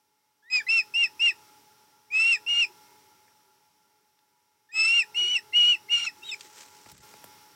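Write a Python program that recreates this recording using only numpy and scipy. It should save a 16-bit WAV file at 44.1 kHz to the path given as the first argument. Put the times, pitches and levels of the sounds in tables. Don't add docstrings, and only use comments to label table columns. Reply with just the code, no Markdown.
import sys
import numpy as np
from scipy import signal
from scipy.fft import rfft, irfft, next_fast_len
from scipy.io import wavfile
from scipy.ndimage import uniform_filter1d

SR = 44100
rng = np.random.default_rng(int(sys.argv[2]) if len(sys.argv) > 2 else 0)


def wav_record(signal):
    frames = np.transpose(np.atleast_2d(signal))
    bounded = np.clip(frames, -1, 1)
    quanta = np.round(bounded * 32767).astype(np.int16)
    wavfile.write(sys.argv[1], SR, quanta)


N = 332955

# f/Hz, relative level/dB, width/Hz
HUM_PARTIALS = [(293.3, -77, 12), (386.7, -73, 16), (424.8, -72, 5.6), (515.4, -84.5, 6.7),
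                (834.4, -71.5, 13), (933, -72, 9.4), (963.7, -71, 8), (1262, -79.5, 33), (1375.8, -70, 33),
                (2141, -76.5, 2.2)]
# f/Hz, level/dB
HISS_EQ = [(30, -20.5), (55, -9), (90, 6), (300, 3.5), (600, -0.5), (1200, 2), (1800, 1), (4500, -1),
           (5300, 3.5), (5550, 6.5), (5800, 4.5), (6300, -2.5), (10000, -4.5), (16000, -4.5)]
# t/s, gain/dB
HISS_LEVEL = [(6.88, 4), (6.92, 5), (6.937, -22.5), (7.005, -18), (7.035, 8), (7.55, 6)]
# t/s, width/s, level/dB
DRONE_SWELLS = [(1.25, 0.102, -66), (2.69, 0.042, -62), (5.24, 0.0376, -55), (5.68, 0.0826, -60.5),
                (6.22, 0.024, -64), (6.46, 0.013, -61.5)]

# f/Hz, level/dB
FEATHER_EQ = [(200, -9), (400, 3.5), (700, -2.5), (1400, 3), (3500, 1), (5500, 4), (8000, 3.5),
              (10000, -11.5), (16000, -14)]
# t/s, width/s, level/dB
FEATHER_STROKES = [(6.3, 0.095, -59.5), (6.46, 0.0423, -55), (6.604, 0.0384, -52), (6.74, 0.155, -59),
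                   (6.9, 0.0073, -56), (7.08, 0.137, -61.5)]
# t/s, level/dB, decay/s
WING_GUSTS = [(6.871, -53.5, 0.0088), (6.93, -54, 0.032), (7.0, -60.5, 0.0233), (7.255, -60.5, 0.0133)]
# t/s, level/dB, decay/s, low edge/Hz, high edge/Hz
TWIG_TICKS = [(3.279, -59.5, 0.0089, 1500, 2200), (4.19, -62.5, 0.00342, 2000, 5050),
              (6.408, -36, 0.00456, 2564, 6760), (6.431, -55.5, 0.0029, 396, 11990),
              (6.861, -45.5, 0.00172, 500, 2500), (6.916, -45, 0.006, 2500, 15000),
              (6.979, -48, 0.00255, 2000, 11800), (7.139, -41.5, 0.00155, 600, 4440),
              (7.2416, -36.5, 0.00106, 496, 3500), (7.242, -43.5, 0.0049, 8100, 15000)]
# t/s, level/dB
PLATFORM_KNOCKS = [(6.43, -63), (6.864, -46), (6.921, -56), (7.141, -46), (7.242, -42)]

# delay/s, level before EQ/dB
EARLY_REFLECTIONS = [(.0095, -21.5), (0.021, -18.5), (0.036, -30)]
# f/Hz, gain/dB
REFLECTION_EQ = [(1000, 3), (2800, -3), (4300, 5.5), (4900, 3), (5300, 13.5), (5800, 7), (6500, 0.5),
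                 (7700, 8), (9000, -1.5)]

# f/Hz, gain/dB
OVERTONE_EQ = [(1300, -1.5), (1500, -8), (3900, -8), (4350, -0.5), (4600, -10), (5000, 2), (5300, 8.5),
               (5600, 4), (5900, 7.5), (6500, -5), (7800, -4.5), (8300, -4.5), (8800, -18), (9800, -34.5)]
# pitch/Hz, gain/dB
REEDINESS_BY_PITCH = [(2550, 2.5), (2670, 2.5), (2740, -3), (2810, -2.5), (2900, -3)]
# f/Hz, level/dB
BREATH_EQ = [(60, -18), (400, -19.5), (700, -27.5), (1050, -16.5), (1350, -12), (1700, -16), (2200, -4.5),
             (2800, -2.5), (3400, -5), (4600, -12), (5400, -21.5), (6300, -13.5), (8000, -17), (9500, -24),
             (15000, -42)]
# multiple of the pitch, gain/dB
HALF_PITCH_TONES = [(.5, 0), (1.5, 2), (2.5, -1)]
# harmonic, side (-1 below, 1 above), gain/dB
FLUTTER_SIDEBANDS = [(1, -1, 0.5), (1, 1, -14), (2, -1, -17), (2, 1, -21), (3, -1, -19.5), (3, 1, -24.5)]
# t/s, width/s, depth/dB
VOICE_CATCHES = [(2.558, .008, 3.5), (5.3, 0.02232, 2), (6.003, 0.0203, 13), (6.055, 0.00934, 22.5)]
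# t/s, length/s, end pitch/Hz, end level/dB, swell/dB
PICKUPS = [(0.428, 0.0845, 2073, -49, 17.5), (0.669, 0.0131, 2065, -32.5, 2.5),
           (4.692, 0.0258, 1885, -55.5, 5.5), (5.143, .007, 2183, -40.5, 15),
           (5.527, 0.017, 2152, -34, 10.5), (5.885, 0.0063, 2145, -39.5, 14.5),
           (6.221, 0.0156, 2737, -40.5, 16)]
# t/s, length/s, pitch/Hz, climb/Hz, mid sag/Hz, opening scoop/Hz, closing fall/Hz,
# level/dB, swell/dB, attack/s, last push/dB, overtone trim/dB, brightening/dB, third harmonic trim/dB,
# rasp trim/dB, half-pitch trim/dB, growth of hoarseness/dB, tail level/dB
CHIRP_CUES = [ (0.502, 0.102, 2527, -17.5, 1.5, 39.9, 238.4, -21.5, -11.5, 0.0651, 2, -11, -3.5, -7.5, -14.5, -31.5, -2, -33.5),
              (.686, 0.1261, 2759, 109.5, 40, 165, 387.2, -21.5, 2.5, 0.0142, 2.5, -19.5, -0.5, -6, -17, -31.5, -4.5, -46.5),
              (.94, 0.11926, 2851, 136, 43.5, 190.2, 444, -21.5, 4, 0.0235, 3, -23.5, -1, -0.5, -20, -37.5, 9, -40),
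              (1.196, 0.1102, 2887, 195, 52.5, 233.7, 529, -19.5, 3, 0.0326, 0, -23.5, -3.5, 0, -17.5, -34, 5, -36),
              (2.104, 0.256, 2674, 369.5, -13.5, 194.2, 463, -21, 3, 0.0619, -0.5, -25.5, 10, 3, -18, -31.5, 6.5, -37.5),
              (2.465, 0.1866, 2880, 18, 62, 221.3, 497.6, -22.5, 6.5, 0.0261, 0, -22, 3, -2, -16.5, -31, 0.5, -67),
              (4.718, 0.30686, 2720, 363, 48.5, 79.7, 482.5, -21.5, 6, 0.0738, -1.5, -20, -9, 3.5, -16, -28, -4, -37),
              (5.147, 0.2331, 2967, 147, 82, 230.4, 545, -24, -2, 0.04055, 7, -21.5, -0.5, 4.5, -16.5, -30, 0, -37.5),
              (5.534, 0.21944, 2962, 86.5, 90.5, 178.2, 420.1, -17.5, -2.06, 0.0382, -2.5, -31, 0.5, 6, -20, -32, 3.5, -48),
              (5.896, 0.1896, 2877, -20, 90, 148, 360, -21, -3, 0.0416, 3, -23.5, 1, -2, -15.5, -31.5, -4, -42),
              (6.233, 0.0807, 3873, 43, 6, 184.8, 411, -42, 10, 0.0135, 8, -10, 6, -3, -6.5, -40.5, -1, -53),
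              (6.315, 0.03116, 2565, -260, 0.5, 40, 169, -31.5, 12.5, 0.0084, 1, -13, -8, 3, -7.5, -30.5, 1, -62.5),
              ]


def from_db(db):
    return 10 ** (np.asarray(db) / 20)


def rms_one(x):
    return x / np.sqrt(np.mean(np.abs(x) ** 2) + 1e-20)


def eq_gain(curve, hz):
    f, db = np.transpose(curve)
    return from_db(np.interp(np.log(np.maximum(hz, 1)), np.log(f), db))


def coloured_noise(curve):
    size = next_fast_len(N)
    spectrum = rfft(rng.standard_normal(size)) * eq_gain(curve, np.fft.rfftfreq(size, 1 / SR))
    return rms_one(irfft(spectrum, size)[:N])


def drift(rate_hz, size):
    pole = np.exp(-16 * np.pi * rate_hz / SR)
    slow = signal.lfilter([1], [1, -2 * pole, pole * pole], rng.standard_normal(size // 8 + 8002))[4000:]
    return np.interp(np.arange(size) / 8, np.arange(len(slow)), rms_one(slow))


def blurred_tone(phase, width_hz):
    return drift(width_hz, len(phase)) * np.sin(phase) + drift(width_hz, len(phase)) * np.cos(phase)


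def edge(distance, span):
    return np.clip(1 - distance / span, 0, 1) ** 2


def bump(t, centre, width):
    return np.exp(-.5 * ((t - centre) / width) ** 2)


def note_gate(start, end, fade):
    at = np.arange(int((start - fade) * SR), int((end + fade) * SR))
    inside = np.minimum(at / SR - start, end - at / SR)
    return at, np.clip(inside / fade + 1, 0, 1) ** 2


def hum_and_hiss(t, tone_hz=854.3, throb_hz=7.1, throb_depth=0.32):
    hum = sum(from_db(db - 2.5) * blurred_tone(2 * np.pi * hz * t, width / 2)
              for hz, db, width in HUM_PARTIALS)
    phase = 2 * np.pi * np.cumsum(tone_hz * (1 + 0.001978 * drift(4, N))) / SR
    throb = 1 + throb_depth * np.cos(2 * np.pi * throb_hz * t)
    hum += np.sqrt(2) * from_db(-64) * throb * np.sin(phase)
    bed_db = np.interp(t, *np.transpose(HISS_LEVEL))
    return hum * from_db(bed_db / 2) + from_db(bed_db - 62.5) * coloured_noise(HISS_EQ)


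def drone(t, centre_hz=365, width_hz=35):
    envelope = sum(from_db(db) * bump(t, s, width) for s, width, db in DRONE_SWELLS)
    return envelope * blurred_tone(2 * np.pi * centre_hz * t, width_hz)


def suppressor(t, events, bed, threshold_db=-50, knee_db=3, floor_db=-17,
               attack_s=.014, hold_s=.13, release_s=0.539):
    key_db = 10 * np.log10(np.abs(uniform_filter1d((events + bed) ** 2, size=220)) + 1e-12)
    trigger = np.clip((key_db - threshold_db) / knee_db, 1e-9, 1)
    held = np.exp(np.maximum.accumulate(np.log(trigger) + t / release_s) - (t - hold_s) / release_s)
    pole = np.exp(-1 / (attack_s * SR))
    opening = signal.lfilter([1 - pole], [1, -pole], np.minimum(held, 1))
    floor = from_db(floor_db)
    return events + (floor + (1 - floor) * opening) * bed


def feathers(t, grain_db=3):
    strokes = sum(from_db(db) * bump(t, s, width) for s, width, db in FEATHER_STROKES)
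    return strokes * rms_one(coloured_noise(FEATHER_EQ) * from_db(grain_db * drift(131, N)))


def downwash(t, rise_s=0.0108, band_hz=(48, 180)):
    gusts = sum(from_db(db) * np.exp(-np.maximum((s - t) / rise_s, (t - s) / decay))
                for s, db, decay in WING_GUSTS)
    band = signal.butter(2, band_hz, "band", fs=SR, output="sos")
    return gusts * rms_one(signal.sosfilt(band, rng.standard_normal(N)))


def twigs(t):
    out, age = np.zeros(N), t[:SR // 10]
    for s, db, decay, low_hz, high_hz in TWIG_TICKS:
        band = signal.butter(2, [low_hz, high_hz], "band", fs=SR, output="sos")
        burst = rms_one(signal.sosfilt(band, rng.standard_normal(len(age))))
        out[int(s * SR):int(s * SR) + len(age)] += from_db(db) * burst * np.exp(-age / decay)
    return out


def knocks(t, top_hz=1100, rest_hz=110, glide_s=0.00239, decay_s=0.0054):
    out, age = np.zeros(N), t[:SR // 10]
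    pitch = rest_hz + (top_hz - rest_hz) * np.exp(-age / glide_s)
    thud = np.sin(2 * np.pi * np.cumsum(pitch) / SR) * np.exp(-age / decay_s)
    for s, db in PLATFORM_KNOCKS:
        out[int(s * SR):int(s * SR) + len(age)] += from_db(db) * thud
    return out


def open_air(voice, scatter_db=-29, t60_s=0.28):
    t = np.arange(SR // 3) / SR
    response = rng.standard_normal(len(t)) * from_db(-60 * t / t60_s) * (t > .003)
    response *= from_db(scatter_db) / np.linalg.norm(response)
    for delay, db in EARLY_REFLECTIONS:
        response[int(delay * SR)] += from_db(db)
    response = irfft(rfft(response) * eq_gain(REFLECTION_EQ, np.fft.rfftfreq(len(t), 1 / SR)))
    return voice + signal.fftconvolve(voice, response)[:N]


def low_note(start, length, glide_hz, fade_db, harmonics_db=(0, -17, -32, -37), jitter=.006):
    out, span = np.zeros(N), (start, start + length)
    at, gate = note_gate(*span, fade=0.0053)
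    pitch = np.interp(at / SR, span, glide_hz)
    level = np.interp(at / SR, span, fade_db)
    phase = 2 * np.pi * np.cumsum(pitch * (1 + jitter * drift(150, len(at)))) / SR
    tone = sum(from_db(db) * np.sin(k * phase) for k, db in enumerate(harmonics_db, 1))
    out[at] = np.sqrt(2) * gate * from_db(level) * tone
    return out


def pickups_and_tails(rise_hz_per_s=5000, break_ratio=0.8113, tail_s=.016, sink_hz=215, fade_db=7):
    out = sum(low_note(start, length, (hz - rise_hz_per_s * length, hz), (db - swell, db))
              for start, length, hz, db, swell in PICKUPS)
    for start, length, hz, climb, _, _, fall, *_, db in CHIRP_CUES:
        break_hz = break_ratio * (hz + climb / 2 - fall)
        out += low_note(start + length, tail_s, (break_hz, break_hz - sink_hz), (db, db - fade_db))
    return out


def period_doubling(pitch, phase, trim_db):
    wobble = from_db(trim_db + 3.9 * drift(40, len(pitch)))
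    slip = 1.4 * drift(31, len(pitch))
    return wobble * sum(eq_gain(OVERTONE_EQ, ratio * pitch) * from_db(db) * np.sin(ratio * phase + slip)
                        for ratio, db in HALF_PITCH_TONES)


def membrane_flutter(pitch, phase, ratio=.2, width_hz=55, trim_db=-5):
    flutter = 2 * np.pi * np.cumsum(pitch * ratio * (1 + 0.10347 * drift(25, len(pitch)))) / SR
    return sum(from_db(trim_db + db) * blurred_tone(harmonic * phase + side * flutter, width_hz)
               for harmonic, side, db in FLUTTER_SIDEBANDS)


def chirps(scoop_s=0.04493, fall_s=.067, attack_db_per_s=428.5, release_s=0.0347, release_db=9.5,
           clean_s=.043, jitter=0.0041, shimmer=.05, flicker_db=2):
    out, breath = np.zeros(N), from_db(-6) * coloured_noise(BREATH_EQ)
    for (start, length, hz, climb, sag, scoop, fall, level_db, swell, attack, push,
         overtone_db, brightening, third_db, rasp_db, half_db, growth, _) in CHIRP_CUES:
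        at, gate = note_gate(start, start + length, fade=.003)
        size = len(at)
        age = np.clip(at / SR - start, 0, length)
        left, along = length - age, age / length - .5
        longest_bend = .6 * length
        bend = scoop * edge(age, min(scoop_s, longest_bend)) + fall * edge(left, min(fall_s, longest_bend))
        pitch = hz + climb * along - sag * np.cos(np.pi * along) ** 4 - bend
        level = level_db + swell * along - attack_db_per_s * attack * edge(age, attack)
        level -= release_db * edge(left, release_s)
        level += push * bump(left, centre=0.0143, width=0.00788)
        choke_db = sum(db * bump(at / SR, s, width) for s, width, db in VOICE_CATCHES)
        waver = jitter * (1 + .2 * choke_db) * drift(220, size)
        phase = 2 * np.pi * np.cumsum(pitch * (1 + waver)) / SR
        tone = from_db(-choke_db) * np.sin(phase) * (1 + shimmer * drift(60, size))
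        for k, trim_db in ((2, -1), (3, third_db - 1)):
            colour = eq_gain(OVERTONE_EQ, k * pitch) * eq_gain(REEDINESS_BY_PITCH, pitch)
            strength_db = overtone_db + trim_db + brightening * along + flicker_db * drift(47, size)
            tone += colour * from_db(strength_db) * np.sin(k * phase)
        ends = edge(age, clean_s) + edge(left, clean_s)
        tone += period_doubling(pitch, phase, half_db - 10 * ends + growth * along + .52 * choke_db)
        rasp = breath[at] + membrane_flutter(pitch, phase)
        rasp *= from_db(rasp_db - 7.5 * ends + growth * along)
        out[at] += gate * from_db(level) * (np.sqrt(2) * tone + rasp)
    return out


def scene(self_noise_db=-80):
    t = np.arange(N) / SR
    calls = open_air(chirps() + pickups_and_tails())
    movement = feathers(t) + downwash(t) + twigs(t) + knocks(t)
    bed = hum_and_hiss(t) + drone(t)
    mix = suppressor(t, calls + movement, bed)
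    return mix[None] + from_db(self_noise_db) * rng.standard_normal(N)


def record(dry, low_cut_hz=58, high_cut_hz=15900):
    thinned = signal.sosfilt(signal.butter(2, low_cut_hz, "high", fs=SR, output="sos"), dry)
    return signal.sosfilt(signal.ellip(12, .1, 80, high_cut_hz, fs=SR, output="sos"), thinned)


dry = scene()
out = record(dry)
wav_record(out)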